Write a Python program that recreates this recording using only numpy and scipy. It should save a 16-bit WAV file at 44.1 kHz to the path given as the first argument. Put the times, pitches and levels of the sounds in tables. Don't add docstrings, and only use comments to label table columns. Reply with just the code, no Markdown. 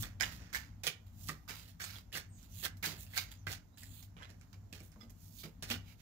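import sys
import numpy as np
from scipy import signal
from scipy.fft import rfft, irfft
from scipy.io import wavfile
from scipy.ndimage import uniform_filter1d

SR = 44100
rng = np.random.default_rng(int(sys.argv[2]) if len(sys.argv) > 2 else 0)


def transcribe(u):
    v = np.clip(np.atleast_2d(u).T, -1, 1)
    q = np.round(v * 32767).astype(np.int16)
    wavfile.write(sys.argv[1], SR, q)


def invert_db(x):
    u = np.asarray(x, float) / 20
    return 10 ** u


N = 265041


def evened(x):
    return x / np.sqrt(np.mean(x ** 2) + 1e-20)


def read(points, hz):
    f, value = np.transpose(points)
    return np.interp(np.log(hz + 1), np.log(f + 1), value)


def along(rows):
    s, level = np.transpose(rows)
    return np.interp(np.arange(N) / SR, s, level)


def colour(x, points):
    n = x.shape[-1]
    gain = invert_db(read(points, np.fft.rfftfreq(n, 1 / SR)))
    return irfft(rfft(x) * gain, n)


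def low_pass(x, hz):
    return signal.sosfilt(signal.butter(2, hz, fs=SR, output="sos"), x)


def band(x, lo_hz, hi_hz):
    return signal.sosfilt(signal.butter(2, [lo_hz, hi_hz], "band", fs=SR, output="sos"), x)


def add(mix, s, sound):
    part = mix[round(s * SR):][:len(sound)]
    part += sound[:len(part)]


# (time [s], peak level [dB], ring [Hz], ring level [dB], edge
# brightness [dB])
EDGE_SLAPS = [(0.025, -39, 5200, -6, 12), (0.032, -30.5, 3530, 4.5, -14), (0.2008, -29, 2700, -17.5, -38),
              (0.2092, -21.5, 1670, 1, -31), (0.2163, -41, 2080, 11.5, -24.5),
              (0.2232, -36.5, 1800, 13, -27), (0.2301, -22, 1970, -6, -33),
              (0.5475, -26.5, 1724, 5.5, -10.5), (0.8362, -29, 2420, -8, -12.5),
              (0.8683, -16.5, 3430, 1.5, -15), (0.8748, -24.5, 3150, 1.5, -7),
              (1.2916, -29.5, 1242, 3, -11), (1.495, -34, 1570, -2.5, -11), (1.801, -39, 1760, 4, -21),
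              (1.8173, -43, 1800, 11.5, -30), (1.9575, -36.5, 3420, 3, -36),
              (2.1273, -35.5, 2940, -1, -29), (2.143, -38, 2861, 11, -27), (2.1667, -37, 4660, 1.5, -5),
              (2.6575, -27, 1660, 0.5, -6.5), (2.8373, -34.5, 2010, 8, -14),
              (2.8441, -23.5, 2050, -6, -34), (2.855, -26, 2090, -9, -20), (3.169, -32.5, 1590, 6, -20),
              (3.1772, -25, 4660, 12, -5), (3.184, -34.5, 3850, 17, -10), (3.4695, -24, 1615, -2.5, -55),
              (3.5205, -50, 2120, -9, 13), (3.5275, -38, 2865, 5.5, 1.5), (4.728, -38.5, 2610, 3.5, -3),
              (5.625, -36, 3040, 1.5, -4), (5.7016, -29.5, 2510, 5, -9), (5.7105, -28.5, 2840, 7, -32),
              (5.7413, -38.5, 2900, 12.5, -35),
              (0.017, -44.5, 5000, -10, 10), (0.2112, -28, 1710, 11, -26), (0.2228, -23, 5600, 5, -11),
               (0.2252, -34.5, 1840, 11, -33), (0.535, -35, 5130, 5, -9), (0.5372, -38, 2000, 0, -22),
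               (0.5605, -36, 1790, 9, -27), (0.5625, -24.5, 6030, -2, -23), (0.8385, -37, 3770, 7, -11),
               (0.8662, -38, 3520, -9, -10), (0.8775, -27.5, 3000, 5, -25), (1.3085, -44, 1880, -7, -20),
               (1.5, -35, 4000, -4, -17), (1.5022, -44, 1800, 5, -25), (1.508, -36, 2300, 1, -10),
               (2.1205, -50, 1800, 3, -13), (2.1735, -36, 4940, -2, 2), (2.6485, -38.5, 1590, 3.5, -7),
               (2.664, -41, 2930, 9, -17), (2.829, -32, 2260, -1, -13), (2.833, -35, 2200, 8, -25),
               (2.8415, -30, 1720, 0.5, -5), (2.861, -25.5, 4400, 4, -13), (2.868, -34, 1900, 0, -18),
               (3.476, -40, 2240, 0, -10), (3.484, -37, 2000, 1, -25), (3.535, -44, 3500, -4, 6),
               (0.879, -29, 2340, 7.5, -30), (0.891, -43, 2410, 10, -30.5), (2.8461, -37, 1590, 4, -25),
               (3.178, -34, 2200, 11.5, -30), (3.187, -29, 2210, 4.5, -26.5),
               (5.7198, -35, 3000, 10, -22.5), (1.8071, -47, 1760, 12, -22), (3.935, -60, 4500, 9, -17)]
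# (time [s], peak level [dB], ring [Hz], edge brightness [dB])
CARD_TICKS = [(0.5292, -36.5, 1750, -18), (0.632, -49, 1480, -43), (1.287, -30.5, 5000, -10),
              (1.479, -46.5, 1230, -4), (1.5537, -53, 2340, -29), (1.641, -58, 3360, -29),
              (1.895, -43, 1720, -29), (2.397, -60, 2960, -27), (2.429, -50, 4570, -1),
              (2.77, -54, 4140, -9), (2.9167, -55, 2000, -18), (3.066, -44.5, 4920, -26),
              (3.136, -41, 1720, -33.5), (3.151, -44, 2080, -30), (3.1433, -39, 2070, -35),
              (3.162, -42, 2200, -17.5), (3.222, -39.5, 1580, -35), (3.3165, -41, 3460, -13),
              (3.774, -46, 6500, -17), (3.827, -50, 2030, -24), (3.8335, -47, 1850, 6),
              (4.027, -45, 4280, -8), (4.3025, -46.5, 4130, -9), (4.398, -64, 6500, -9),
              (4.413, -47.5, 7070, -19), (4.5297, -64, 6800, -24.5), (4.804, -48, 2300, -2),
              (5.097, -46, 5800, -17), (5.437, -41.5, 2320, -29), (4.96, -55, 1110, -35),
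              (0.039, -40, 3470, -24.5), (0.2092, -18.5, 5100, -17.5), (0.235, -21, 2870, -31.5),
              (1.2941, -30, 1880, -26), (1.434, -65, 4440, -21), (4.919, -54, 5370, -7),
              (0.845, -35, 2400, -20), (0.882, -35.5, 2680, -15.5), (1.84, -29, 4460, -12),
              (1.9636, -44, 3360, -20), (1.985, -62, 7400, -13), (2.154, -29, 1630, -23),
              (2.174, -33, 1790, -29), (5.633, -37, 4560, -3), (5.641, -42, 2480, -12),
              (5.7157, -20.5, 4700, -42)]
# (time [s], peak level [dB], ring [Hz])
PRY_CRACKLES = [(4.167, -56, 1200), (4.1675, -49, 3000), (4.174, -48.5, 2950), (4.181, -50, 3380),
                (4.188, -51, 2970), (4.196, -56, 3460), (4.203, -51, 950), (4.21, -52, 1620),
                (4.217, -52, 1300), (4.2232, -40.5, 1630), (4.2305, -38, 3300), (4.238, -64, 2250),
                (4.244, -53, 1300), (4.247, -42, 3500), (4.255, -47, 3900), (4.294, -63, 1780)]
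# (frequency [Hz], level
# [dB per Hz])
PORT_COLOUR = [(200, -5.5), (700, -6), (1000, -8), (1500, -1), (2200, 0.5), (3000, 0), (5000, 2),
               (7000, -2), (7700, -8), (8300, -15.5), (9500, -12), (12000, -7), (15600, -4), (16200, -64)]


def taps(crack_ms=2.7, ring_cycles=4.32, ring_rise_ms=0.45, edge_ms=0.94, edge_gain_db=3.5):
    out, t = np.zeros(N), np.arange(1024) / SR
    crack_shape = np.exp(-t * 1000 / crack_ms) * np.minimum(t / 0.00026, 1)
    edge_shape = invert_db(edge_gain_db) * np.exp(-t * 1000 / edge_ms) * np.minimum(t / 0.00021, 1)
    tick_ring_db, crackle_edge_db = 2, -37
    rows = EDGE_SLAPS
    rows = rows + [(s, db, hz, tick_ring_db, edge_db) for s, db, hz, edge_db in CARD_TICKS]
    rows = rows + [(s, db, hz, tick_ring_db, crackle_edge_db) for s, db, hz in PRY_CRACKLES]
    noises = rng.standard_normal((len(rows), 2, 1024))
    for (s, peak_db, hz, ring_db, edge_db), noise in zip(rows, noises):
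        paper = colour(noise[0], PORT_COLOUR)
        face_gain = invert_db(0.39 * (edge_db + 18.5))
        crack = band(paper, 500, 4200) + face_gain * band(paper, 4200, 11000)
        crack = crack / np.std(band(paper, 500, 11000))
        edge = invert_db(edge_db) * evened(band(noise[1], 8300, 16500))
        sway = np.sin(2 * np.pi * hz * t + noise[1, 0])
        sway = sway + 0.49 * np.sin(2 * np.pi * hz * 1.244 * t + 2 * noise[1, 1])
        ring = sway * np.exp(-t * hz / ring_cycles) * (1 - np.exp(-t * 1000 / ring_rise_ms))
        tap = crack * crack_shape + edge * edge_shape + 1.47 * invert_db(ring_db) * ring
        add(out, s - 0.0005, invert_db(peak_db - 2.5) * tap)
    return out


# (time [s], rise [s], effort level [dB], fade [dB per s], brightness [dB])
SKID_LANDINGS = [(0.0, 0.0066, -56, 260, 14.5), (0.023, 0.014, -50.5, 267, -5.5),
                 (0.199, 0.03, -44.5, 170, -2.5), (0.5287, 0.024, -46, 196, -0.5),
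                 (0.834, 0.045, -43, 373, -0.5), (1.064, 0.001, -71, 287, 3), (1.267, 0.0066, -65, 260, 16),
                 (1.279, 0.0047, -47, 318, 0), (1.4817, 0.015, -48.5, 187, -2),
                 (1.796, 0.011, -52, 198, -2), (2.1265, 0.046, -44, 355, -1), (2.627, 0.026, -40, 495, 1.5),
                 (2.769, .003, -80.5, 480, 18.5), (2.827, 0.026, -40, 176, 0.5),
                 (3.138, 0.012, -62, 211, -2), (3.157, 0.013, -40, 222, 2), (3.31, 0.0017, -58.5, 282, 3),
                 (3.467, 0.071, -47, 419, -2), (4.166, 0.078, -69.5, 340, -16.5),
                 (4.29, 0.0025, -64, 306, -9), (4.411, 0.0038, -69.5, 353, -8),
                 (4.528, 0.0026, -63, 409, -4.5), (4.725, 0.002, -56, 156, -1),
                 (5.098, 0.0036, -80, 445, 21.5), (5.433, 0.0025, -48.5, 378, 0),
                 (5.6245, 0.0016, -49, 248, -2.5), (5.7, 0.013, -39, 333, -1)]
# (time [s], swell [s], effort level [dB], hold [s], brightness [dB])
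PACKET_DRAWS = [(0.285, 0.04, -57, 0.04, -1), (0.34, 0.072, -65, 0.17, -8.5), (1.322, .02, -77, 0.16, 1),
                (1.655, 0.031, -63.5, 0.017, 1), (2.417, 0.012, -70, 0.034, 3),
                (3.065, 0.096, -53.5, 0.017, 3), (4.795, 0.042, -87, 0.04, 24.5),
                (1.126, 0.11, -73, 0.04, 19.5), (1.496, 0.061, -56, 0.088, 0.5),
                (1.803, 0.015, -49.5, 0.17, -1), (2.338, 0.053, -71, 0.037, 3.5),
                (2.488, 0.11, -57.5, 0.032, 9.5), (2.939, 0.063, -68.5, 0.039, 16.5),
                (3.773, .003, -62.5, 0.092, 3.5), (3.813, 0.14, -62.5, 0.087, 7.5),
                (4.911, 0.015, -72, 0.0061, -6), (4.975, 0.049, -67, 0.0086, -3),
                (5.138, 0.094, -84.5, 0.28, 24), (5.282, 0.11, -70, 0.022, 18), (5.656, 0.035, -54, .01, 0),
                (5.814, 0.073, -65.5, 0.04, -1), (5.973, 0.029, -66, 0.022, -1.5)]


def effort(touch_db, fade_share, lean):
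    t, power = np.arange(0, N, 32) / SR, 1e-12
    for s, rise, db, fade, bright_db in SKID_LANDINGS:
        shape_db = touch_db * np.clip(1 - (t - s) / rise, 0, 1)
        shape_db = shape_db - fade_share * fade * np.maximum(t - s - rise, 0)
        power = power + (t >= s) * invert_db(db + lean * bright_db + shape_db) ** 2
    draw_start_db, sag_db_per_s, lift_db_per_s = -22, 57, 322
    for s, swell, db, hold, bright_db in PACKET_DRAWS:
        late = np.maximum(t - s - swell, 0)
        shape_db = draw_start_db * np.clip(1 - (t - s) / swell, 0, 1)
        shape_db = shape_db - sag_db_per_s * late - lift_db_per_s * np.maximum(late - hold, 0)
        power = power + (t >= s) * invert_db(db + lean * bright_db + shape_db) ** 2
    return np.interp(np.arange(N) / SR, t, np.sqrt(power))


def sliding(flicker_db=2.0, slips_per_s=700, slip_db=4.5):
    sizes = invert_db(slip_db * np.minimum(rng.exponential(1, N), 3))
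    slips = sizes * (rng.random(N) < slips_per_s / SR) * rng.choice([-1, 1], N)
    clumps = invert_db(flicker_db * evened(uniform_filter1d(rng.standard_normal(N), 130)))
    grain = evened(rng.standard_normal(N) + 0.5 * evened(slips))
    rub = colour(grain * clumps, PORT_COLOUR)
    face = band(band(rub, 3000, 7760), 1900, 7860) / np.std(band(rub, 4840, 6150))
    edge = invert_db(1) * evened(band(rub, 7630, 22000))
    body = invert_db(-4.5) * evened(band(rub, 350, 2086))
    mix = effort(touch_db=-8, fade_share=1, lean=0) * face
    mix = mix + effort(touch_db=-7, fade_share=1.22, lean=1) * edge
    mix = mix + effort(touch_db=-7, fade_share=0.78, lean=-1) * body
    return invert_db(6.5) * mix


# (time [s], peak level [dB], pitch [Hz])
PALM_THUDS = [(0.031, -55.5, 318), (0.219, -45.5, 185), (0.539, -51, 226), (0.872, -43, 137.5),
              (1.29, -40, 151), (1.501, -46, 172), (1.818, -55, 169), (1.96, -57, 169.5),
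              (2.149, -47, 164.5), (2.655, -49, 165), (2.834, -44, 175), (2.868, -40.5, 165),
              (2.923, -47, 149), (3.166, -61, 232), (3.469, -44.5, 157), (3.528, -62, 182),
              (4.166, -53, 187), (4.3, -55, 169), (4.531, -54, 168), (4.63, -56.5, 195.4),
              (4.726, -48, 175.5), (4.806, -47.5, 180), (4.964, -49, 212), (5.03, -49.5, 229),
              (5.095, -55, 188), (5.438, -43.5, 157.6), (5.452, -45, 198), (5.623, -45.5, 174),
              (5.704, -37, 235), (5.738, -45, 266), (5.839, -63, 198)]


def thuds(t60=0.19):
    out, t = np.zeros(N), np.arange(8192) / SR
    noises = rng.standard_normal((len(PALM_THUDS), 8192))
    for (s, peak_db, hz), noise in zip(PALM_THUDS, noises):
        blow = np.sin(2 * np.pi * hz * t) + 0.44 * evened(band(noise, 150, 475))
        add(out, s, invert_db(peak_db - 2.0 - 60 * t / t60) * blow * np.minimum(t / 0.00037, 1))
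    return out


# (time [s], length [s], level [dB], first [Hz], last [Hz])
SLOT_WHISTLES = [(2.286, 0.21, -68.5, 8600, 6800), (2.309, 0.12, -64.5, 7200, 6200),
                 (2.49, 0.2, -60, 5900, 7600), (3.348, 0.097, -69, 7200, 5650),
                 (3.762, 0.21, -62, 7750, 7000), (1.815, 0.045, -45, 6000, 7600),
                 (5.377, 0.058, -53.5, 4200, 3700), (5.842, 0.11, -63, 2700, 2450),
                 (3.718, 0.054, -76, 3800, 4060)]


def whistles():
    out = np.zeros(N)
    for s, length, level_db, first_hz, last_hz in SLOT_WHISTLES:
        u = np.arange(0, length, 1 / SR) / length
        width_hz = 300 + 60 * max(level_db + 72, 0)
        slow = low_pass(rng.standard_normal((2, SR // 2)), width_hz / 2)[:, :len(u)]
        turn = 2 * np.pi * np.cumsum(first_hz + (last_hz - first_hz) * u) / SR
        tone = evened(slow[0] * np.cos(turn) + slow[1] * np.sin(turn))
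        add(out, s, invert_db(level_db - 14 * (2 * u - 1) ** 4) * tone)
    return out


# (time [s], level [dB])
NAIL_SLIPS = [(5.008, -51), (5.03, -61)]
# (frequency [Hz], level [dB], t60 [s])
CORNER_MODES = [(1253, 5, 0.024), (2050, 1.5, 0.022), (3430, 1, 0.025), (5100, 1, 0.036), (7500, 0, 0.014)]


def nail(rise_ms=4.2, sag=0.05, waver=0.4):
    out, t = np.zeros(N), np.arange(4096) / SR
    bent_t = t + sag * (0.009 * (1 - np.exp(-t / 0.012)) - 0.5 * t)
    for s, level_db in NAIL_SLIPS:
        noise = rng.standard_normal((len(CORNER_MODES), 4096))
        shake = 1 + waver * evened(uniform_filter1d(noise, size=90, axis=1))
        ring = np.zeros(4096)
        for (hz, db, t60), wobble in zip(CORNER_MODES, shake):
            ring += invert_db(db - 60 * t / t60) * wobble * np.sin(2 * np.pi * hz * bent_t)
        add(out, s, invert_db(level_db + 7.5) * ring * np.minimum(t * 1000 / rise_ms, 1) ** 2)
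    return out


# (delay [s], level [dB])
WALL_ECHOES = [(.0071, -7), (0.0129, -15), (0.0228, -15)]


def flutter(x):
    echoes = np.zeros(1500)
    echoes[0] = 1
    for delay, db in WALL_ECHOES:
        smear = rng.standard_normal(60) * np.exp(-np.arange(60) / 2.3)
        add(echoes, delay, invert_db(db) * smear / np.linalg.norm(smear))
    return signal.oaconvolve(x, echoes)[:N]


# (time [s], left minus right level [dB])
HAND_PATH = [(0.0, -12), (0.17, -12), (0.97, -12), (2.38, -10.5), (2.43, -16), (2.76, -10), (5.31, -13.5),
             (5.64, -8), (6.01, -16.5)]
# (frequency [Hz], level [dB])
LEFT_SHADOW = [(200, 10), (500, 3), (1000, 1), (2200, 2.5), (3000, -3), (4000, -3), (6000, -4.5),
               (7600, -1), (8400, 12), (9500, 2.5), (10500, -4.5), (12000, -9.5), (15000, -14)]


def ports(x, scatter=0.63, turns_per_s=2.3):
    lag = 5
    late = np.zeros((3, 256))
    late[:, lag:] = scatter * rng.standard_normal((3, 256 - lag)) * np.exp(-np.arange(256 - lag) / 120)
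    turn = 2 * np.pi * (turns_per_s * np.arange(N) / SR + np.arange(3)[:, None] / 3)
    scattered = (np.cos(turn) * signal.oaconvolve(x[None], late, axes=1)[:, :N]).sum(0)
    left = colour(np.roll(x, lag) + scattered, LEFT_SHADOW)
    return np.array([left * invert_db(along(HAND_PATH) - 11.5), x])


# (frequency [Hz], t60 [s])
ROOM_T60 = [(250, 0.24), (1000, 0.31), (4000, 0.24), (8800, 0.2), (16000, 0.069)]


def room(x):
    echoes = np.zeros((2, SR // 2))
    at = np.arange(200, SR // 2 - 20, 20)
    at = at + rng.integers(0, 20, (2, len(at)))
    np.put_along_axis(echoes, at, rng.choice([-1., 1.], at.shape), 1)
    hz, t, z = signal.stft(echoes, SR, nperseg=256)
    fade = invert_db(-60 * t / read(ROOM_T60, hz)[:, None])
    tail = signal.istft(z * fade, SR, nperseg=256)[1]
    return signal.fftconvolve(x, tail / np.linalg.norm(tail[0]), axes=1)[:, :N]


# (frequency [Hz], level [dB per Hz])
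LEFT_HISS = [(400, -4.5), (700, -34), (1100, -31), (2200, -27), (5000, -25), (6000, -24), (7000, -17.5),
             (15500, -19), (16500, -59.5)]
RIGHT_HISS = [(400, -9), (700, -5.5), (1100, -12), (2500, -17.5), (7000, -5.5), (7600, -8), (8200, -25),
              (9500, -16.5), (14000, -9), (15500, -12.5), (16100, -49.5)]


def hiss(level_db=-52, settle_db=-3.5, settle_s=0.12, patchy_db=1.5):
    a, b = rng.standard_normal((2, N))
    t = np.arange(N) / SR
    starts = np.sort([row[0] for row in SKID_LANDINGS + PACKET_DRAWS])
    rest = t - starts[np.maximum(np.searchsorted(starts, t, "right") - 1, 0)]
    top = invert_db(settle_db * (3.5 - np.exp(-(rest / settle_s) ** 2)))
    air = np.array([colour(a, LEFT_HISS), colour(b, RIGHT_HISS)])
    z = signal.stft(air, nperseg=512)[2]
    patches = uniform_filter1d(rng.standard_normal(z.shape[1:]), size=9, axis=0)
    patches = uniform_filter1d(patches, size=14, axis=1)
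    air = signal.istft(z * invert_db(patchy_db * evened(patches)), nperseg=512)[1][:, :N]
    return invert_db(level_db) * (air + (top - 1) * band(air, 1500, 20000))


# (frequency [Hz], level [dB per Hz])
RUMBLE_COLOUR = [(20, -31.5), (40, -7.5), (60, -1), (80, -8), (88, 0), (96, 6.5), (105, -3.5), (117, -5),
                 (132, -21.5), (160, -6.5), (195, -14), (235, -14), (300, -21.5), (400, -48), (700, -34.5),
                 (1100, -38)]
# (time [s], level [dB])
RUMBLE_SWELL = [(0.0, -43), (0.12, -55), (0.42, -51), (0.47, -57.5), (0.77, -56), (0.95, -64),
                (1.24, -53.5), (1.39, -59), (2.36, -59), (2.6, -57), (3.46, -58), (3.51, -51.5),
                (3.7, -64.5), (3.9, -56.5), (4.3, -60), (5.5, -60), (5.75, -54), (6.01, -62.5)]
# (frequency [Hz], left-right likeness [0 to 1])
PORT_LIKENESS = [(30, 0.81), (130, 0.96), (290, 0.93), (640, 0.4), (1100, .1)]


def rumble():
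    a, b = rfft(rng.standard_normal((2, N)))
    same = np.clip(read(PORT_LIKENESS, np.fft.rfftfreq(N, 1 / SR)), -1, 1)
    pair = irfft(np.array([same * a + np.sqrt(1 - same ** 2) * b, a]), N)
    low = low_pass(colour(pair, RUMBLE_COLOUR), 1500)
    return invert_db(along(RUMBLE_SWELL) + 5.0) * evened(low) * invert_db(np.array([[0.8], [-0.8]]))


def scene():
    hits = ports(flutter(taps() + nail()))
    rub = sliding()
    rub = ports(0.22 * flutter(rub) + 0.44 * rub + whistles())
    blows = flutter(thuds()) * invert_db(np.array([[-0.5], [0.5]]))
    tail = room(invert_db(-13.5) * (hits + blows) + invert_db(-23.5) * rub)
    return hits + rub + blows + tail + hiss() + rumble()


def band_limit(x):
    return signal.sosfilt(signal.butter(12, 16990, fs=SR, output="sos"), x)


# (frequency [Hz], level [dB])
MIC_EDGE = [(15800, -1), (16100, -20), (17000, -26), (17300, -70)]


def record(dry):
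    mix = colour(dry, MIC_EDGE)
    return band_limit(mix)


dry = scene()
out = record(dry)
transcribe(out)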